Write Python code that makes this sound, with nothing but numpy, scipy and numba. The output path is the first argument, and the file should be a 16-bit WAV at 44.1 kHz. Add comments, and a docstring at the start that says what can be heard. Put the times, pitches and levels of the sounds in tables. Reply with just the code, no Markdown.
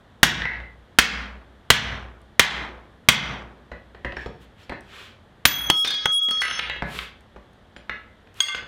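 """Driving a drift through a hot bar

In a workshop a sledge drives a steel drift through a hot bar lying on an iron swage block: noise cracks,
ringing modes and the stand's thud. The bar is turned over; the drift is knocked out, rings in fluttering
lines, strikes the stand and bounces on the floor near the microphone. Tools knock and scrape on the block,
over a quiet room tone. The recorder overloads on the blows; its limiter then pulls the level down and
holds the tails up."""
import sys
import numpy as np
from scipy import signal
from scipy.fft import rfft, irfft
from scipy.io import wavfile
from scipy.ndimage import uniform_filter1d
from numba import njit

SR = 44100
rng = np.random.default_rng(int(sys.argv[2]) if len(sys.argv) > 2 else 0)


def amp(db):
    return 10 ** (np.asarray(db, float) / 20)


def write(x):
    x = np.atleast_2d(x).T
    wavfile.write(sys.argv[1], SR, np.round(np.clip(x, -1, 1) * 32767).astype(np.int16))


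N = 382347   # samples

# ringing modes of the swage block: pitch_hz, level_db, t60_s
BLOCK_MODES = [(1104, -17, .18), (1314, -12, .2), (1486, -11, .18), (1583, -9, .2), (1640, -8, .18),
               (1690, -4, .2), (1750, -5, .2), (1795, -3, .26), (1830, -5, .22), (1868, -3, .22),
               (1920, -4, .2), (1981, -3, .24), (2024, -5, .2), (2075, -7, .18), (2213, -11, .18),
               (2546, -16, .2), (2606, -16, .2), (2810, -13, .2), (3480, -17, .16), (3714, -15, .18),
               (3946, -12, .2), (4040, -13, .18), (4221, -15, .16)]
# low modes of the stand under it: pitch_hz, level_db, t60_s
STAND_MODES = [(55, -4.5, 0.57), (59.6, 2.8, 0.9), (65, -9, 1)]


def rms_one(x):
    """Scales a sound to rms 1."""
    return x / np.sqrt(np.mean(x ** 2) + 1e-20)


def at_hz(points, hz):
    """Reads a table of (Hz, value) on a log-frequency axis."""
    table_hz, values = np.array(points).T
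    return np.interp(np.log(hz), np.log(table_hz), values)


def coloured(spectrum):
    """Steady noise of rms 1; the table gives only the shape of its spectrum."""
    hz = np.maximum(np.fft.rfftfreq(N, 1 / SR), 1)
    shaped = rfft(rng.standard_normal(N)) * amp(at_hz(spectrum, hz))
    return rms_one(irfft(shaped, N))


def clicks(times, db):
    """One-sample pulses at the given times."""
    out = np.full(N, 1e-18)   # tiny floor in place of silence
    out[np.round(np.asarray(times) * SR).astype(int)] += amp(np.asarray(db))
    return out


def dying(pulses, t60):
    """Each click becomes a step that fades by 60 dB in t60 seconds."""
    return signal.lfilter([1], [1, -amp(-60 / (t60 * SR))], pulses)


def band(x, low_hz, high_hz):
    """Butterworth band-pass."""
    edges = [low_hz, min(high_hz, .45 * SR)]
    return signal.sosfilt(signal.butter(2, edges, "band", fs=SR, output="sos"), x)


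def struck(modes, times, db, spread_db, contact_t60=0):
    """Every hit shakes every mode by its own chance strength, with a clean click or a short rough contact."""
    out = np.zeros(N)
    chance = rng.standard_normal((len(times), len(modes)))
    rough = rng.standard_normal(N)
    for (hz, mode_db, t60), luck in zip(modes, chance.T):
        push = clicks(times, db + mode_db + spread_db * luck)
        if contact_t60:
            # scaled to the energy of the clean click
            push = rough * dying(push, contact_t60) * np.sqrt(2 * np.log(1000) / (contact_t60 * SR))
        r, w = amp(-60 / (t60 * SR)), 2 * np.pi * hz / SR
        out += signal.lfilter([0, np.sin(w)], [1, -2 * r * np.cos(w), r * r], push)
    return out


def sledge_blows():
    """A blow cracks, rings the block through a rough contact, thuds the stand and sets off a clatter."""
    # blows: start_s, crack_db, block_ring_db, stand_thud_db,
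    # bright_db (added to the crack's treble; per octave in the clatter)
    blows = [(0.2309, 13, -9.5, -19, 4.5), (.987, 13, -8.5, -20.5, 3.5), (1.703, 14, -6.5, -19, 2.2),
             (2.395, 11, -12, -25, 1.27), (3.087, 15.5, -8, -22, 0.95), (5.4535, 5.5, -18.5, -25.5, 3)]
    # spectrum of the crack: pitch_hz, relative level_db per Hz
    crack_spectrum = [(59, -37), (100, -7), (206, -3), (502, -18.5), (1170, -6.5), (1760, 2.5), (2320, -5),
                      (3320, -1), (4700, -16.5), (5700, -15.5), (7450, -32), (11600, -46), (16000, -45)]
    # high modes of the sledge: pitch_hz, level_db, t60_s
    sledge_modes = [(11320, -55, .3), (11350, -53, .3)]
    # the block rocking on its stand: pitch_hz, level_db, t60_s
    rocking_modes = [(164, -2.5, 0.47), (204.2, -0.4, 0.61), (216, -5.5, 0.21), (255, -0.5, 0.13)]
    s, crack_db, ring_db, thud_db, bright_db = np.transpose(blows)
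    crack = coloured(crack_spectrum)
    treble = band(crack, 4200, 8400)   # about an octave above the middle of the crack
    iron = (crack - treble) * dying(clicks(s, crack_db), 0.042)
    iron += treble * dying(clicks(s, crack_db + bright_db), 0.037)
    iron += struck(BLOCK_MODES, s, ring_db, 0.59, contact_t60=0.035)
    iron += struck(sledge_modes, s, crack_db, 4)
    stand = struck(STAND_MODES, s, thud_db, 0.66)
    stand += struck(rocking_modes, s, ring_db - 10, 0.7)   # it rocks as hard as it rings
    clatter_db = -14 + 0.1 * crack_db   # the clatter follows a tenth of the crack's dB
    return iron, stand + clatter(s, clatter_db, bright_db)


def clatter(times, db, bright_db):
    """The countless close modes of bar, block and loose tools: a dense wash that dies band by band."""
    # loudness of the wash: pitch_hz, level_db per half-octave band
    band_levels = [(300, -17), (700, -10), (1200, -3.5), (1800, 1), (2500, 4), (3500, -1), (5000, 0.5),
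                   (6500, -1.5), (8500, -9), (11000, -12), (15000, -29)]
    # its decay: pitch_hz, t60_s
    band_decays = [(300, 1), (1800, 0.55), (3500, 0.31), (6000, 0.26), (9000, 0.055), (14000, .3)]
    rattles_per_s, rattle_db, rattle_t60_s = 600, -5.5, 0.0042   # loose iron chatters inside it
    rattle = (rng.random(N) < rattles_per_s / SR) * rng.exponential(1, N)
    chatter = 1 + amp(rattle_db) * dying(rattle + 1e-18, rattle_t60_s)
    white = rng.standard_normal((2, N)) * chatter   # neighbouring bands take different noise
    edges = 220 * 2 ** np.arange(0, 6.3, .5)
    out = np.zeros(N)
    for k, (low, high) in enumerate(zip(edges, edges[1:])):
        hz = np.sqrt(low * high)
        hits = clicks(times, db + at_hz(band_levels, hz) + bright_db * np.log2(hz / 2500))
        out += rms_one(band(white[k % 2], low, high)) * dying(hits, at_hz(band_decays, hz))
    return out


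def free_bar(modes, hits, crack_t60, flutter_db, flutter_hz, lying_share, share_per_s):
    """A free bar's lines flutter as it turns, ring longer the higher it jumps; each touch chokes the old ring."""
    # a bar landing: pitch_hz, relative level_db per Hz
    landing_spectrum = [(59, -40), (100, -12.5), (2130, -10.5), (2470, -20), (3320, -2.5), (3860, -23),
                        (10700, -57.5), (14100, -42), (16000, -52)]
    s, crack_db, *_ = np.transpose(hits)
    out = coloured(landing_spectrum) * dying(clicks(s, crack_db), crack_t60)
    chance = rng.uniform(0, 2 * np.pi, (len(hits), len(modes), 3))
    # share of the free t60 left: grows with the time to the next touch
    shares = lying_share + share_per_s * np.diff(s, append=s[-1])
    ends = [*s[1:], s[-1] + 1]
    for begin, end, share, hit, turns in zip(s, ends, shares, hits, chance):
        _, _, ring_db, tilt_db, edge_db = hit
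        start = round(begin * SR)
        t = np.arange(min(N, round((end + .02) * SR)) - start) / SR
        choke = amp(-3000 * np.maximum(t - end + begin, 0))   # 3000 dB per s from the next touch on
        held = np.clip(t / .0015, 0, 1) * choke
        for (hz, db, t60, edgewise), (phase, turn, speed) in zip(modes, turns):
            struck_db = ring_db + db + edge_db * edgewise + tilt_db * np.log2(hz / 4000)
            # each line at 0.48 to 1.48 times flutter_hz
            facing_db = flutter_db * np.sin(turn + (3 + speed) * flutter_hz * t)
            fade_db = -60 * t / (t60 * max(share, .05))
            level = held * amp(struck_db + facing_db + fade_db)
            out[start:start + len(t)] += level * np.sin(2 * np.pi * hz * t + phase)
    return out


def falling_drift():
    """The drift rings in bending modes at each touch, and lengthwise from the end-on blow."""
    # touches on steel or floor: start_s, crack_db, ring_db, brightness_db per octave, edgewise_modes_db
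    bounces = [(5.4525, -20, -21, 11, -21), (5.700, 7, -19, -1, 5.5), (6.057, 0.5, -20, -3, -5),
               (6.286, -8.5, -28, -6, 12), (6.309, -5.5, -18.5, -3.5, 10), (6.407, -37, -12.5, 0, 0.5),
               (6.592, -27.5, -47, 3, 9)]
    # lengthwise ring from the end-on blow, mostly choked by later touches: start_s, level_db
    end_on = [(5.4545, -6.5), (5.699, -33.5), (6.057, -52), (6.407, -42)]
    # bending: pitch_hz, level_db, t60_s before the jump's share, edgewise (1 if the bar bends edgewise)
    bending_modes = [(1276, -6, 2.5, 0), (4404, -9, 1.2, 1), (5346, -7, 1.2, 1), (6200, -8, 1.5, 0),
                     (6238, -8, 1.2, 0), (9625, -12, 1.1, 1), (9927, -12, .6, 0), (9966, -12, .8, 0)]
    # lengthwise modes, same columns
    lengthwise_modes = [(13950, -.1, .8, 0), (13985, -4, .8, 0), (14400, -7, .6, 0), (15010, -20, .6, 0)]
    drift = free_bar(bending_modes, bounces, 0.036, flutter_db=6.0, flutter_hz=5.2,
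                     lying_share=0.21, share_per_s=1.6)
    end_on_hits = [(s, -np.inf, db, 0, 0) for s, db in end_on]   # no crack of their own
    drift += free_bar(lengthwise_modes, end_on_hits, .01, flutter_db=4.5, flutter_hz=20.0,
                      lying_share=0.3, share_per_s=0.83)
    return drift


def tumbling_mode():
    """The drift's strongest mode swings toward the listener and away while it fades, beside two neighbours."""
    # stages, each begun by a touch or a half turn: start_s,
    # facing_db (before the fade), away_db (lost when turned away)
    stages = [(5.455, -9, 6.5), (5.702, 5, 9), (5.848, -2.5, 16), (6.056, 8, 16.5), (6.21, 0, -1.6),
              (6.417, -18, 4.5), (6.6, -59, .3)]
    # close neighbours rung by the blow: pitch_hz, level_db, t60_s
    neighbours = [(3350, -15, 0.89), (3200, -21.5, 0.42)]
    pitch_hz, octave_db = 3310, -32.5   # with a faint line at twice the pitch
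    turn_s, fade_db_per_s, blend_s = 0.22, 31.5, 0.004
    edge_on_s, edge_on_width_s = 6.21, 0.012   # the mode vanishes as the drift passes edge-on
    s, facing_db, away_db = np.transpose(stages)
    t = np.arange(N) / SR
    stage = np.maximum(np.searchsorted(s, t) - 1, 0)
    since = t - s[stage]
    turned_away = np.cos(np.pi * since / turn_s) ** 2
    db = facing_db[stage] - away_db[stage] * turned_away - fade_db_per_s * since
    height = uniform_filter1d(amp(db), size=round(blend_s * SR)) * (t > s[0])
    height *= np.tanh((t - edge_on_s) / edge_on_width_s)
    phase = 2 * np.pi * pitch_hz * t
    line = height * (np.sin(phase) + amp(octave_db) * np.sin(2 * phase))
    return line + struck(neighbours, [s[0]], 0, 0)


def long_drift():
    """A longer drift, picked up and knocked, rings as a free bar; the block answers with a clatter."""
    # knocks: start_s, crack_db, ring_db, brightness_db per octave, edgewise_modes_db
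    long_knocks = [(8.4035, -20, -13.5, -2.2, -6), (8.484, -30, -31.5, -4.5, 11.5),
                   (8.55, -22, -33.5, -6, 8.5)]
    # bar modes: pitch_hz, level_db, t60_s before the jump's share, edgewise (1 if the bar bends edgewise)
    long_modes = [(1174, -18, .4, 1), (1540, -14, .4, 1), (2105, -7, .4, 1), (2772, -11, .35, 1),
                  (3289, -.1, .3, 0), (3430, -8, .35, 1), (4414, -11, .35, 0), (4549, -11, .25, 0),
                  (4845, -8, .25, 0), (6519, -4, .3, 0), (8441, -9, .3, 0), (9921, -19, .4, 0),
                  (10670, -18, .3, 0), (12860, -25, .4, 0), (13440, -31, .5, 0), (15340, -17, .35, 0)]
    ring = free_bar(long_modes, long_knocks, 0.01, flutter_db=8.0, flutter_hz=22.2,
                    lying_share=0.17, share_per_s=3.6)
    s, _, ring_db, *_ = np.transpose(long_knocks)
    return ring, clatter(s, ring_db - 20.5, 2.5)   # 2.5 dB brighter per octave


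def knocks_and_ticks():
    """Knocks have a clank, a bright edge, a low knock, a block ring and a push on the stand; ticks are bright."""
    # bar, tongs and hammer knock on the block, and at 5.847 s the falling drift strikes the stand:
    # start_s, clank_db, low_knock_db, block_ring_db
    knocks = [(0.419, -4.5, -10, -21), (0.454, -10, -22, -17), (0.601, -30, -24.5, -65),
              (3.716, -33, -16.5, -45), (3.947, -34.5, -27, -52.5), (4.047, -21, -9, -34),
              (4.122, -26, -20, -63), (4.168, -24, -17.5, -35), (4.26, -25, -13, -61),
              (4.695, -20, -15.5, -38), (4.721, -46.5, -18, -37.5), (5.847, 6, -10.5, -18.5),
              (6.37, -13.5, -17.5, -34), (6.418, 11, -10.5, -17), (6.481, 5, -12.5, -27.5),
              (6.511, 1.5, -14.5, -38), (6.594, 3, -14.5, -51), (6.698, -19, -23, -31),
              (6.761, -30, -25, -58), (6.822, -20.5, -6.5, -30.5), (6.989, -10.5, -30, -38.5),
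              (7.361, -50, -22, -60), (7.764, -25.5, -29.5, -60.5), (7.895, -15, -20, -28),
              (8.272, -40, -44, -67), (8.547, -11.5, -24, -36), (8.624, -37, -28, -51)]
    # small bright ticks; those at 4.696 and 6.37 s are the bright edge of a knock: start_s, level_db
    ticks = [(2.217, -50), (4.696, -43), (4.808, -42.5), (6.37, -25.5), (7.208, -49), (7.533, -52),
             (8.343, -46), (8.353, -52), (8.362, -56)]
    s, clank_db, low_db, ring_db = np.transpose(knocks)
    white = rng.standard_normal((3, N))
    sparks = clicks(s, clank_db - 37) + clicks(*np.transpose(ticks))
    iron = band(band(white[0] * dying(clicks(s, clank_db), 0.029), 1200, 3600), 500, 4000)
    iron += band(white[1] * dying(sparks, .008), 3500, 11000)
    iron += band(white[2] * dying(clicks(s, low_db), 0.08), 84, 800)
    ring = struck(BLOCK_MODES, s, ring_db, 1.2, contact_t60=0.035)
    iron += band(ring, 400, 2620)   # gentler touches hardly reach the block's upper modes
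    return iron, struck(STAND_MODES, s, low_db - 26.5, 0.66)


def loose_tools():
    """Tongs, the stand's leg and the laid-down sledge ring through short rough contacts."""
    # the tongs slipping on the bar: start_s, reins_db, jaws_db
    clinks = [(4.166, -58, -47), (4.21, -68, -52), (4.258, -64, -53), (4.63, -66, -60), (7.766, -52, -75)]
    # modes of the reins: pitch_hz, level_db, t60_s
    reins_modes = [(4300, -9, 0.06), (7140, -2, 0.069), (9200, -9, 0.079), (11000, -27, 0.032)]
    # modes of the jaws: pitch_hz, level_db, t60_s
    jaw_modes = [(5450, -.3, 0.12), (5330, -1.5, 0.11)]
    # the falling drift clangs against a steel leg of the stand: start_s, level_db
    leg_hits = [(5.847, 1.5), (5.873, -2.5), (5.905, -3), (5.94, -7)]
    # modes of the leg: pitch_hz, level_db, t60_s
    leg_modes = [(1686, -12, .06), (1868, -12, .06), (2170, -8, .05), (2465, -14, .05), (3020, -11, .05),
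                 (3604, -5, .07), (3715, -9, .06), (3900, -8, .06), (4290, -9, .06), (4721, -10, .05),
                 (4877, -13, .05), (5410, -14, .05), (5950, -16, .05)]
    # the sledge laid down rocks on the block: start_s, level_db
    laid_down = [(6.419, -8.5), (6.452, -14.5), (6.483, -21), (6.511, -20), (6.592, -19), (6.698, -27.5),
                 (6.763, -38.5)]
    # modes of sledge on iron: pitch_hz, level_db, t60_s
    laid_modes = [(1588, -7, .18), (1760, -8, .2), (1984, -.5, .18), (2024, -4, .2), (2160, -4, .12),
                  (2628, -8, .22), (2700, -9, .2), (2820, -9, .22), (2877, -9, .22), (3050, -12, .16),
                  (3282, -11, .2), (3760, -10, .18), (3950, -10, .18)]
    s, reins_db, jaws_db = np.transpose(clinks)
    out = struck(reins_modes, s, reins_db, 2.6, contact_t60=0.056)
    out += struck(jaw_modes, s, jaws_db, 0.86, contact_t60=0.033)
    out += struck(leg_modes, *np.transpose(leg_hits), 2.1, contact_t60=0.059)
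    return out + struck(laid_modes, *np.transpose(laid_down), 1.8, contact_t60=0.0078)


def scrapes():
    """Steel dragged over iron: dense grit that swells and sinks with the stroke, a hiss on top."""
    # strokes: middle_s, length_s, level_db, hiss_db (against the grit)
    strokes = [(4.216, 0.15, -51, -24), (4.427, 0.069, -55.5, -12), (4.621, 0.122, -52.5, -18),
               (4.992, 0.31, -44.5, -19), (6.972, 0.23, -37.5, -12), (8.39, .1, -47.5, -12)]
    # spectrum of the grit: pitch_hz, relative level_db per Hz
    grit_spectrum = [(240, -32.5), (400, 11), (556, 0.5), (855, -2), (1170, 7.5), (1930, 6), (3330, 7),
                     (6000, -11), (7800, -11), (13200, -120)]
    t = np.arange(N) / SR
    grit = coloured(grit_spectrum)
    spiky = rng.standard_normal(N) * amp(3.0 * rng.exponential(1, N))
    hiss = rms_one(band(spiky, 5500, 13000))
    out = np.zeros(N)
    for middle, length, db, hiss_db in strokes:
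        swell_db = -20.5 * (2 * (t - middle) / length) ** 2   # -20.5 dB at both ends of a stroke
        out += amp(db + swell_db) * (grit + amp(hiss_db) * hiss)
    return out


def shop(x):
    """Diffuse workshop reverberation: noise that builds up fast and dies band by band."""
    # decay of the workshop: pitch_hz, t60_s
    shop_decays = [(100, 0.62), (400, 0.44), (1500, 0.37), (3000, 0.37), (5500, 0.34), (8000, 0.17),
                   (12000, 0.099)]
    level_db, build_s = -8, 0.015
    t = np.arange(SR) / SR
    edges = 70 * 2 ** np.arange(0, 8.1, .5)
    white = rng.standard_normal((2, SR))
    tail = np.zeros(SR)
    for k, (low, high) in enumerate(zip(edges, edges[1:])):
        t60 = at_hz(shop_decays, np.sqrt(low * high))
        tail += band(white[k % 2], low, high) * amp(-60 * t / t60)
    tail *= 1 - np.exp(-t / build_s)
    tail /= np.sqrt(np.sum(tail ** 2))
    return amp(level_db) * signal.fftconvolve(x, tail)[:N]


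def room_tone():
    """Steady coloured noise, the quiet air of the workshop."""
    # spectrum of the air: pitch_hz, relative level_db per Hz
    air_spectrum = [(15, -25.5), (25, -3), (92, 7), (145, 0.5), (212, 2.5), (293, -4), (503, -4),
                    (1130, -10), (1560, -10.5), (1790, -10.5), (2550, -21), (3340, -15), (5000, -30),
                    (13200, -41), (16000, -61)]
    return amp(-53) * coloured(air_spectrum)


@njit
def limiter(x, top, share, attack, release, hold):
    """The gain chases top / peak level: quickly down, slowly up."""
    out, peak, gain = np.empty_like(x), 0.0, 1.0
    for i in range(len(x)):
        peak = max(abs(x[i]), peak * hold)
        wanted = (top / max(peak, top)) ** share
        gain += (wanted - gain) * (attack if wanted < gain else release)
        out[i] = gain * x[i]
    return out


def scene():
    """The iron sounds directly and through the shop; a quiet room tone lies under it."""
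    blow_iron, blow_stand = sledge_blows()
    knock_iron, knock_stand = knocks_and_ticks()
    long_ring, long_clatter = long_drift()
    iron = blow_iron + knock_iron + scrapes() + loose_tools() + long_ring
    direct_only = blow_stand + knock_stand + long_clatter
    drift, tumble = falling_drift(), tumbling_mode()
    # the drift on the floor lies near the microphone and is drier
    to_shop = iron + amp(-6.0) * drift + amp(-14.5) * tumble
    mix = iron + direct_only + drift + tumble + shop(to_shop) + room_tone()
    return mix[None]


def roll_off(x):
    """The treble ends steeply here."""
    return signal.sosfilt(signal.butter(12, 16320, fs=SR, output="sos"), x)


def record(dry):
    """The input stage clips first; the limiter follows, so flat tops shrink during a blow."""
    threshold_db, share = -21, .87   # share of the excess dB taken away
    attack_s, release_s, hold_s = .0062, .04, .008   # time constants
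    clipped = np.clip(dry[0], -.97, .97)
    limited = limiter(clipped, amp(threshold_db), share,
                      1 / (SR * attack_s), 1 / (SR * release_s), 1 - 1 / (SR * hold_s))
    return roll_off(limited[None])


dry = scene()
out = record(dry)
write(out)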